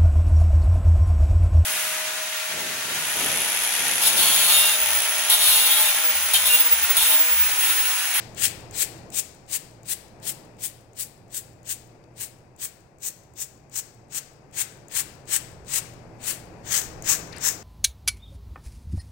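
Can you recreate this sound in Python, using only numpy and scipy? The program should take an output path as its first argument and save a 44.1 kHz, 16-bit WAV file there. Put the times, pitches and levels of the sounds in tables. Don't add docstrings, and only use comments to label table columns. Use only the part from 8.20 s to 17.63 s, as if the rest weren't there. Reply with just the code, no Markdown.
import sys
import numpy as np
from scipy import signal
from scipy.fft import rfft, irfft, next_fast_len
from scipy.io import wavfile
from scipy.ndimage import uniform_filter1d

SR = 44100
rng = np.random.default_rng(int(sys.argv[2]) if len(sys.argv) > 2 else 0)


def wav_out(sig):
    wavfile.write(sys.argv[1], SR, np.round(np.clip(np.atleast_2d(sig).T, -1, 1) * 32767).astype(np.int16))


N = 415863

# (pressed at [s], valve pops open after [s], whole stroke [s], release [s],
# jet level against the jet tables [dB], trigger tick level [dB])
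PULLS = [(.147, 0.089, 0.11, 0.017, 8.5, -41), (.510, 0.093, 0.12, .013, 7, -38),
         (.902, 0.085, 0.096, 0.0099, 6.5, -38), (1.264, 0.061, 0.097, 0.011, 3.5, -55),
         (1.632, .062, 0.1, 0.01, 3.5, -45), (2.000, 0.069, 0.1, .014, 2, -52),
         (2.368, 0.068, 0.092, 0.017, .5, -57), (2.733, 0.054, 0.094, 0.017, -1, -50),
         (3.081, .061, 0.1, 0.015, -2.5, -57), (3.431, .060, 0.093, 0.014, -.5, -50.5),
         (3.940, 0.065, 0.095, 0.018, -3, -65), (4.363, 0.052, 0.091, 0.014, -1.5, -50.5),
         (4.785, 0.037, 0.1, 0.011, -1, -52.5), (5.137, .063, 0.089, 0.014, -2.5, -51),
         (5.497, 0.057, 0.098, 0.0093, -0.5, -50), (5.884, 0.06, .100, 0.0089, -1, -61),
         (6.311, .062, 0.11, .012, 2, -55), (6.683, 0.068, 0.12, 0.011, 4.5, -41),
         (7.055, 0.057, 0.11, .011, 6, -52), (7.447, 0.09, 0.14, 0.0071, 5, -52),
         (7.985, 0.085, 0.12, 0.027, 2, -64), (8.430, 0.078, 0.15, 0.03, 4.5, -62),
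         (8.823, .062, 0.1, 0.025, 8, -32), (9.183, 0.057, 0.1, 0.024, 6.5, -34)]
# (frequency [Hz], density [dB per Hz])
JET_LEFT = [(200, -100), (550, -101.5), (850, -79), (1200, -81), (1700, -73.5), (2800, -72), (5000, -71),
            (8500, -66.5), (9500, -71.5), (11500, -68.5), (13500, -72.5), (15800, -72)]
JET_RIGHT = [(200, -102), (800, -88.5), (1250, -87.5), (1800, -86.5), (2800, -90), (4000, -88.5),
             (5200, -93), (7000, -92), (9500, -84), (11500, -77), (13500, -69), (15600, -63.5)]
# (frequency [Hz], reflected share [dB])
HALL_WET = [(500, -1.5), (1600, -6.5), (2500, -8.5), (3500, -12), (4800, -10), (6500, -17), (8300, -19),
            (10000, -25.5), (12500, -28), (16000, -28)]


def from_db(db):
    return 10 ** (np.asarray(db) / 20)


def rms_one(x):
    return x / np.sqrt(np.mean(x ** 2) + 1e-20)


def at_hz(points, hz):
    table = np.array(points)
    return np.interp(np.log(hz + 1e-3), np.log(table[:, 0]), table[:, 1])


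def in_time(rows):
    s, *columns = np.transpose(rows)
    return [np.interp(np.arange(N) / SR, s, c) for c in columns]


def bins(size):
    return np.arange(size // 2 + 1) * SR / size


def colour(white, density_db):
    spectrum = rfft(white) * from_db(density_db) * np.sqrt(SR / 2)
    return irfft(spectrum, white.shape[-1])


def drift(rate, size):
    padded = next_fast_len(size)
    spectrum = rfft(rng.standard_normal(padded))
    slow = irfft(spectrum / (1 + (bins(padded) / rate) ** 2), padded)
    return rms_one(slow[:size])


def resonate(x, hz, width_hz):
    r = np.exp(-np.pi * width_hz / SR)
    feed = np.array([1, 0, -1]) * (1 - r * r) / 2
    feedback = [1, -2 * r * np.cos(2 * np.pi * hz / SR), r * r]
    return signal.lfilter(feed, feedback, x)


def droplets(size, per_s, spread_db):
    sizes = from_db(spread_db * np.minimum(rng.exponential(1, size), 4))
    signs = rng.choice([-1, 1], size)
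    lands = rng.random(size) < per_s / SR
    return rms_one(sizes * signs * lands)


def hum(hz, db, waver=0.38):
    phase = 2 * np.pi * np.cumsum(hz * np.ones(N)) / SR
    path = 1 + waver * (drift(2.7, N) + 1j * drift(1.2, N))
    return from_db(db) * rms_one(np.real(path * np.exp(1j * phase)))


def air(rumble_hz=110, hum_follow=0.99):
    # (frequency [Hz], density [dB per Hz])
    air_left = [(20, -75.5), (45, -76.5), (90, -72), (150, -75.5), (220, -81.5), (450, -80), (780, -81.5),
                (1300, -93), (2600, -93.5), (3100, -108), (4000, -109), (4700, -102), (8500, -109),
                (10500, -123)]
    air_right = [(20, -79), (45, -76), (90, -69), (150, -73.5), (220, -80), (450, -80.5), (750, -86),
                 (1300, -101), (2400, -109), (3400, -119), (8000, -125), (15500, -120)]
    # (frequency [Hz], left-right likeness [-1 to 1])
    likeness = [(20, .7), (120, 0.81), (300, 0.72), (640, 0.57), (1400, .1), (4000, 0.15)]
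    # (time [s], level [dB])
    rumble_level = [(0, -53), (.5, -54), (1.1, -59), (2.5, -61), (3.8, -60), (4.8, -63.5), (6.55, -61.5),
                    (6.85, -55), (7.1, -59), (7.35, -49), (7.6, -53.5), (8.15, -55.5), (8.8, -46.5),
                    (9.43, -57)]
    # (time [s], level [dB])
    roar_level = [(0, -48), (.88, -48), (1.05, -54.5), (1.9, -54), (2.03, -49.5), (2.35, -52.5),
                  (2.55, -56.5), (3.8, -55), (4.6, -58.5), (6.0, -56.5), (7.1, -52), (8.15, -49),
                  (9.0, -45), (9.43, -48.5)]
    # (frequency [Hz], level [dB])
    vent_tones = [(28.0, -71.5), (58.5, -69), (117.0, -59.5), (327.0, -69)]
    # (time [s], frequency [Hz], level [dB])
    motor = [(0, 114, -75), (3.4, 116, -61), (5.0, 130.7, -67), (6.5, 144.8, -61.5), (7.9, 159, -60),
             (9.43, 164.5, -57.5)]
    rumble_ref_db, roar_ref_db = -53.5, -54
    hz = bins(N)
    rumble_db, roar_db = in_time(rumble_level) + in_time(roar_level)

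    alike = np.clip(at_hz(likeness, hz), -1, 1)
    mid, side = rfft(rng.standard_normal((2, N)))
    shared, apart = np.sqrt((1 + alike) / 2) * mid, np.sqrt((1 - alike) / 2) * side
    white = irfft(shared + apart * [[1], [-1]], N)
    roar = colour(white, np.array([at_hz(air_left, hz), at_hz(air_right, hz)]))
    rumble = irfft(rfft(roar) / (1 + (hz / rumble_hz) ** 8), N)

    swell_db = roar_db - roar_ref_db
    machines = sum(hum(tone_hz, db + hum_follow * swell_db) for tone_hz, db in vent_tones)
    machines = machines + hum(*in_time(motor))
    swelling_rumble = rumble * from_db(rumble_db - rumble_ref_db)
    return swelling_rumble + (roar - rumble) * from_db(swell_db) + machines


def lingering(db=5, right_db=-6, t60=0.61):
    hz, t = bins(N), np.arange(N) / SR
    jet_db = np.array([at_hz(JET_LEFT, hz), at_hz(JET_RIGHT, hz) + right_db])
    noise = colour(rng.standard_normal((2, N)), jet_db + at_hz(HALL_WET, hz))
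    return noise * from_db(db - 60 * np.minimum(t / t60, 3))


def ticks(rebound=0.614, size=2048):
    # (frequency [Hz], width [Hz], level within the head's mix [dB])
    head_modes = [(2300, 520, -9.5), (4530, 800, -12.5), (6660, 690, 5.5), (8030, 850, 6),
                  (13480, 5000, -18)]
    port_hz, port_width_hz = 15300, 1300
    return_s, return_tick_db = 0.15, -55
    press_right_db, return_right_db = -11.5, -5.5
    decay_s, rebound_s, lasts_s = .0007, .0018, .003
    out, t = np.zeros((2, N + SR)), np.arange(size) / SR
    second_hit = (t > rebound_s) * np.exp(-abs(t - rebound_s) / decay_s)
    contact = np.exp(-t / decay_s) + rebound * second_hit
    for pressed, _, stroke, _, pull_db, tick_db in PULLS:
        press = (pressed, tick_db, press_right_db)
        spring_back = (pressed + stroke + return_s, pull_db + return_tick_db, return_right_db)
        for s, level_db, right_db in (press, spring_back):
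            snap = contact * rng.standard_normal(size)
            head = 0
            for k, (hz, width, db) in enumerate(head_modes):
                head = head + from_db(db) * resonate(snap, hz, width) * (-1) ** k
            port = resonate(snap, port_hz, port_width_hz)
            at = round(s * SR)
            gains = from_db([[level_db], [level_db + right_db]])
            out[:, at:at + size] += gains * [rms_one(head), rms_one(port)]
    return out[:, :N] * np.sqrt(lasts_s * SR / size)


def aim(s):
    # (time [s], nozzle resonance [Hz], coarse spray [dB], low rush [dB], right port [dB])
    nozzle_aim = [(.25, 8240, 6.5, -4, -3.5), (.65, 8540, 4, -6, -3), (1.0, 8030, -0.5, -3.5, -3),
                  (1.75, 9040, 0.5, -2, -3), (2.75, 8900, -1, -4.5, -2.5), (3.5, 7800, 1.5, -3.5, 0),
                  (4.0, 8430, 1.5, -1, -1), (5.0, 7100, -4, 2, 1), (5.898, 7150, 1, 3, -2),
                  (6.75, 8170, 3, 0, -2), (7.3, 7740, 1.5, 0.5, -4), (8.1, 8250, 5, 0, -3.5),
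                  (8.55, 7000, 3.5, 4, -2), (9.3, 6570, -0.5, 7, -2)]
    times, *columns = np.transpose(nozzle_aim)
    return [np.interp(s, times, c) for c in columns]


def atomise(jet, pressure_db, fine_hz=9500, top_hz=14000, coarse_hz=5500, fade=0.92, dribble=0.34,
            splutter_db=1.0, splutter_hz=45):
    size = jet.shape[-1]
    spectrum, hz = rfft(jet), bins(size) + 1
    fine = irfft(spectrum / (1 + (fine_hz / hz) ** 16) / (1 + (hz / top_hz) ** 24), size)
    coarse = irfft(spectrum / (1 + (hz / coarse_hz) ** 8), size)
    fine_db = fade * pressure_db
    coarse_db = -dribble * pressure_db + splutter_db * drift(splutter_hz, size)
    return jet + fine * (from_db(fine_db) - 1) + coarse * (from_db(coarse_db) - 1)


def spray(depth_db=25, stiction_db=9, curve=1.54, spurt=0.13, spurt_s=.003, sputter_db=1.12,
          sputter_hz=110, grain=0.27, resonance_octaves=0.4, size=16384):
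    slack_s, valve_jump_db = 0.013, 4
    full_share = 0.81
    build_ease = 0.54
    top_db, top_at_hz, db_per_octave = 10, 6880, -9.5
    out, hz = np.zeros((2, N + size)), bins(size)
    t = np.arange(size) / SR
    jet_db = np.array([at_hz(JET_LEFT, hz), at_hz(JET_RIGHT, hz)])
    coarse, low = 1 / (1 + (hz / 4500) ** 4), 1 / (1 + (hz / 2000) ** 6)
    for s, opens, stroke, release, db, _ in PULLS:
        open_for, full = t - opens, full_share * stroke
        opened = (1 + np.tanh(open_for / .002)) / 2
        valve = opened * (1 + spurt * np.exp(-abs(open_for) / spurt_s)) - 1
        to_go = np.clip((full - t) / (full - slack_s), 0, 2)
        pressure_db = -(depth_db - build_ease * db) * to_go ** curve
        stuck = to_go ** 7
        leak = np.exp(-np.maximum(t - stroke, 0) / release)
        flow = from_db(pressure_db - stiction_db * stuck + valve_jump_db * valve) * leak
        flow = flow * from_db(sputter_db * drift(sputter_hz, size))

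        turbulence = rng.standard_normal((2, size))
        mist = rms_one(turbulence + grain * droplets(size, per_s=3000, spread_db=2))

        nozzle_hz, coarse_db, low_db, right_db = aim(s + full)
        peak_db = top_db + db_per_octave * np.log2(nozzle_hz / top_at_hz)
        octaves_off = np.log2((hz + 1) / nozzle_hz)
        nozzle = peak_db * np.exp(-abs(octaves_off / resonance_octaves) ** 2.5)
        port = right_db * (1 - coarse)
        tone_db = jet_db + db + coarse_db * coarse + low_db * low + [nozzle, port]
        at = round(s * SR)
        out[:, at:at + size] += colour(flow * atomise(mist, pressure_db), tone_db)
    return out[:, :N]


def tub(x, echo_db=-20, sway_s=.00012, count=5):
    # (time [s], resonance gain [dB])
    tub_aim = [(.25, -6), (.7, -20.5), (3, -23), (5.5, -36), (6.8, -5.5), (8.1, -11.5), (8.6, -10),
               (9.43, -4)]
    tub_hz, tub_width_hz = 1800, 230
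    n = np.arange(N)
    lags = [SR * (rng.uniform(.0005, .005) + sway_s * drift(.7, N)) for k in range(count)]
    echoes = np.array([sum(np.interp(n - lag, n, side) for lag in lags) for side in x])
    hollow = from_db(in_time(tub_aim)[0]) * resonate(x, tub_hz, tub_width_hz)
    return x + from_db(echo_db) * echoes + hollow


def hall(x, early_db=-18, early_t60=0.4, right_db=-3, size=256, count=3):
    # (frequency [Hz], time to fade by 60 dB [s])
    hall_t60 = [(500, 3.5), (2000, 0.57), (5000, 0.73), (8000, 0.48), (12000, 0.4), (16000, 0.4)]
    hz, frames, direct = signal.stft(x, SR, nperseg=size)
    energy = uniform_filter1d(abs(direct) ** 2, size=3, axis=1)
    fed = np.pad(energy, [(0, 0), (0, 0), (count, 0)])[..., :-count]

    def fading(power, t60):
        keep = from_db(-60 * frames[1] / t60) ** 2
        return signal.lfilter([1 - keep], [1, -keep], power + 1e-24)

    stored = np.zeros(fed.shape)
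    for k, band_hz in enumerate(hz):
        near = from_db(early_db) ** 2 * fading(fed[:, k], early_t60)
        share_db = at_hz(HALL_WET, band_hz) + np.array([[0], [right_db]])
        far = from_db(share_db) ** 2 * fading(fed[:, k], at_hz(hall_t60, band_hz))
        stored[:, k] = near + far
    diffuse = signal.stft(rng.standard_normal((2, N)), SR, nperseg=size)[2]
    reverberant = diffuse / diffuse.std() * np.sqrt(abs(stored))
    return signal.istft(reverberant, SR, nperseg=size)[1][:, :N]


def crinkles(right_db=-20):
    # (time of the peak [s], time from peak to 1/e [s], level [dB], frequency [Hz], width [Hz])
    scuffs = [(3.841, .002, -52, 3980, 4000), (9.129, 0.005, -37.5, 4170, 2400),
              (9.132, 0.016, -44, 2110, 900), (9.163, .002, -38, 4450, 1200),
              (9.167, 0.0016, -35, 7600, 5000), (9.17, 0.034, -42, 1470, 2400),
              (9.174, 0.0022, -38, 4600, 1200)]
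    t, out = np.arange(N) / SR, np.zeros(N)
    snaps = droplets(N, per_s=17000, spread_db=2.5)
    for s, length, db, hz, width in scuffs:
        band = rms_one(resonate(resonate(snaps, hz, width), hz, width))
        out += from_db(db) * np.exp(-((t - s) / length) ** 2) * band
    return out * from_db([[0], [right_db]])


def scene():
    bottle = spray() + ticks() + crinkles()
    return tub(bottle) + hall(bottle) + lingering() + air()


def record(dry):
    steep_cut = signal.ellip(12, .1, 80, 15850, fs=SR, output="sos")
    return signal.sosfilt(steep_cut, dry)


dry = scene()
out = record(dry)
wav_out(out)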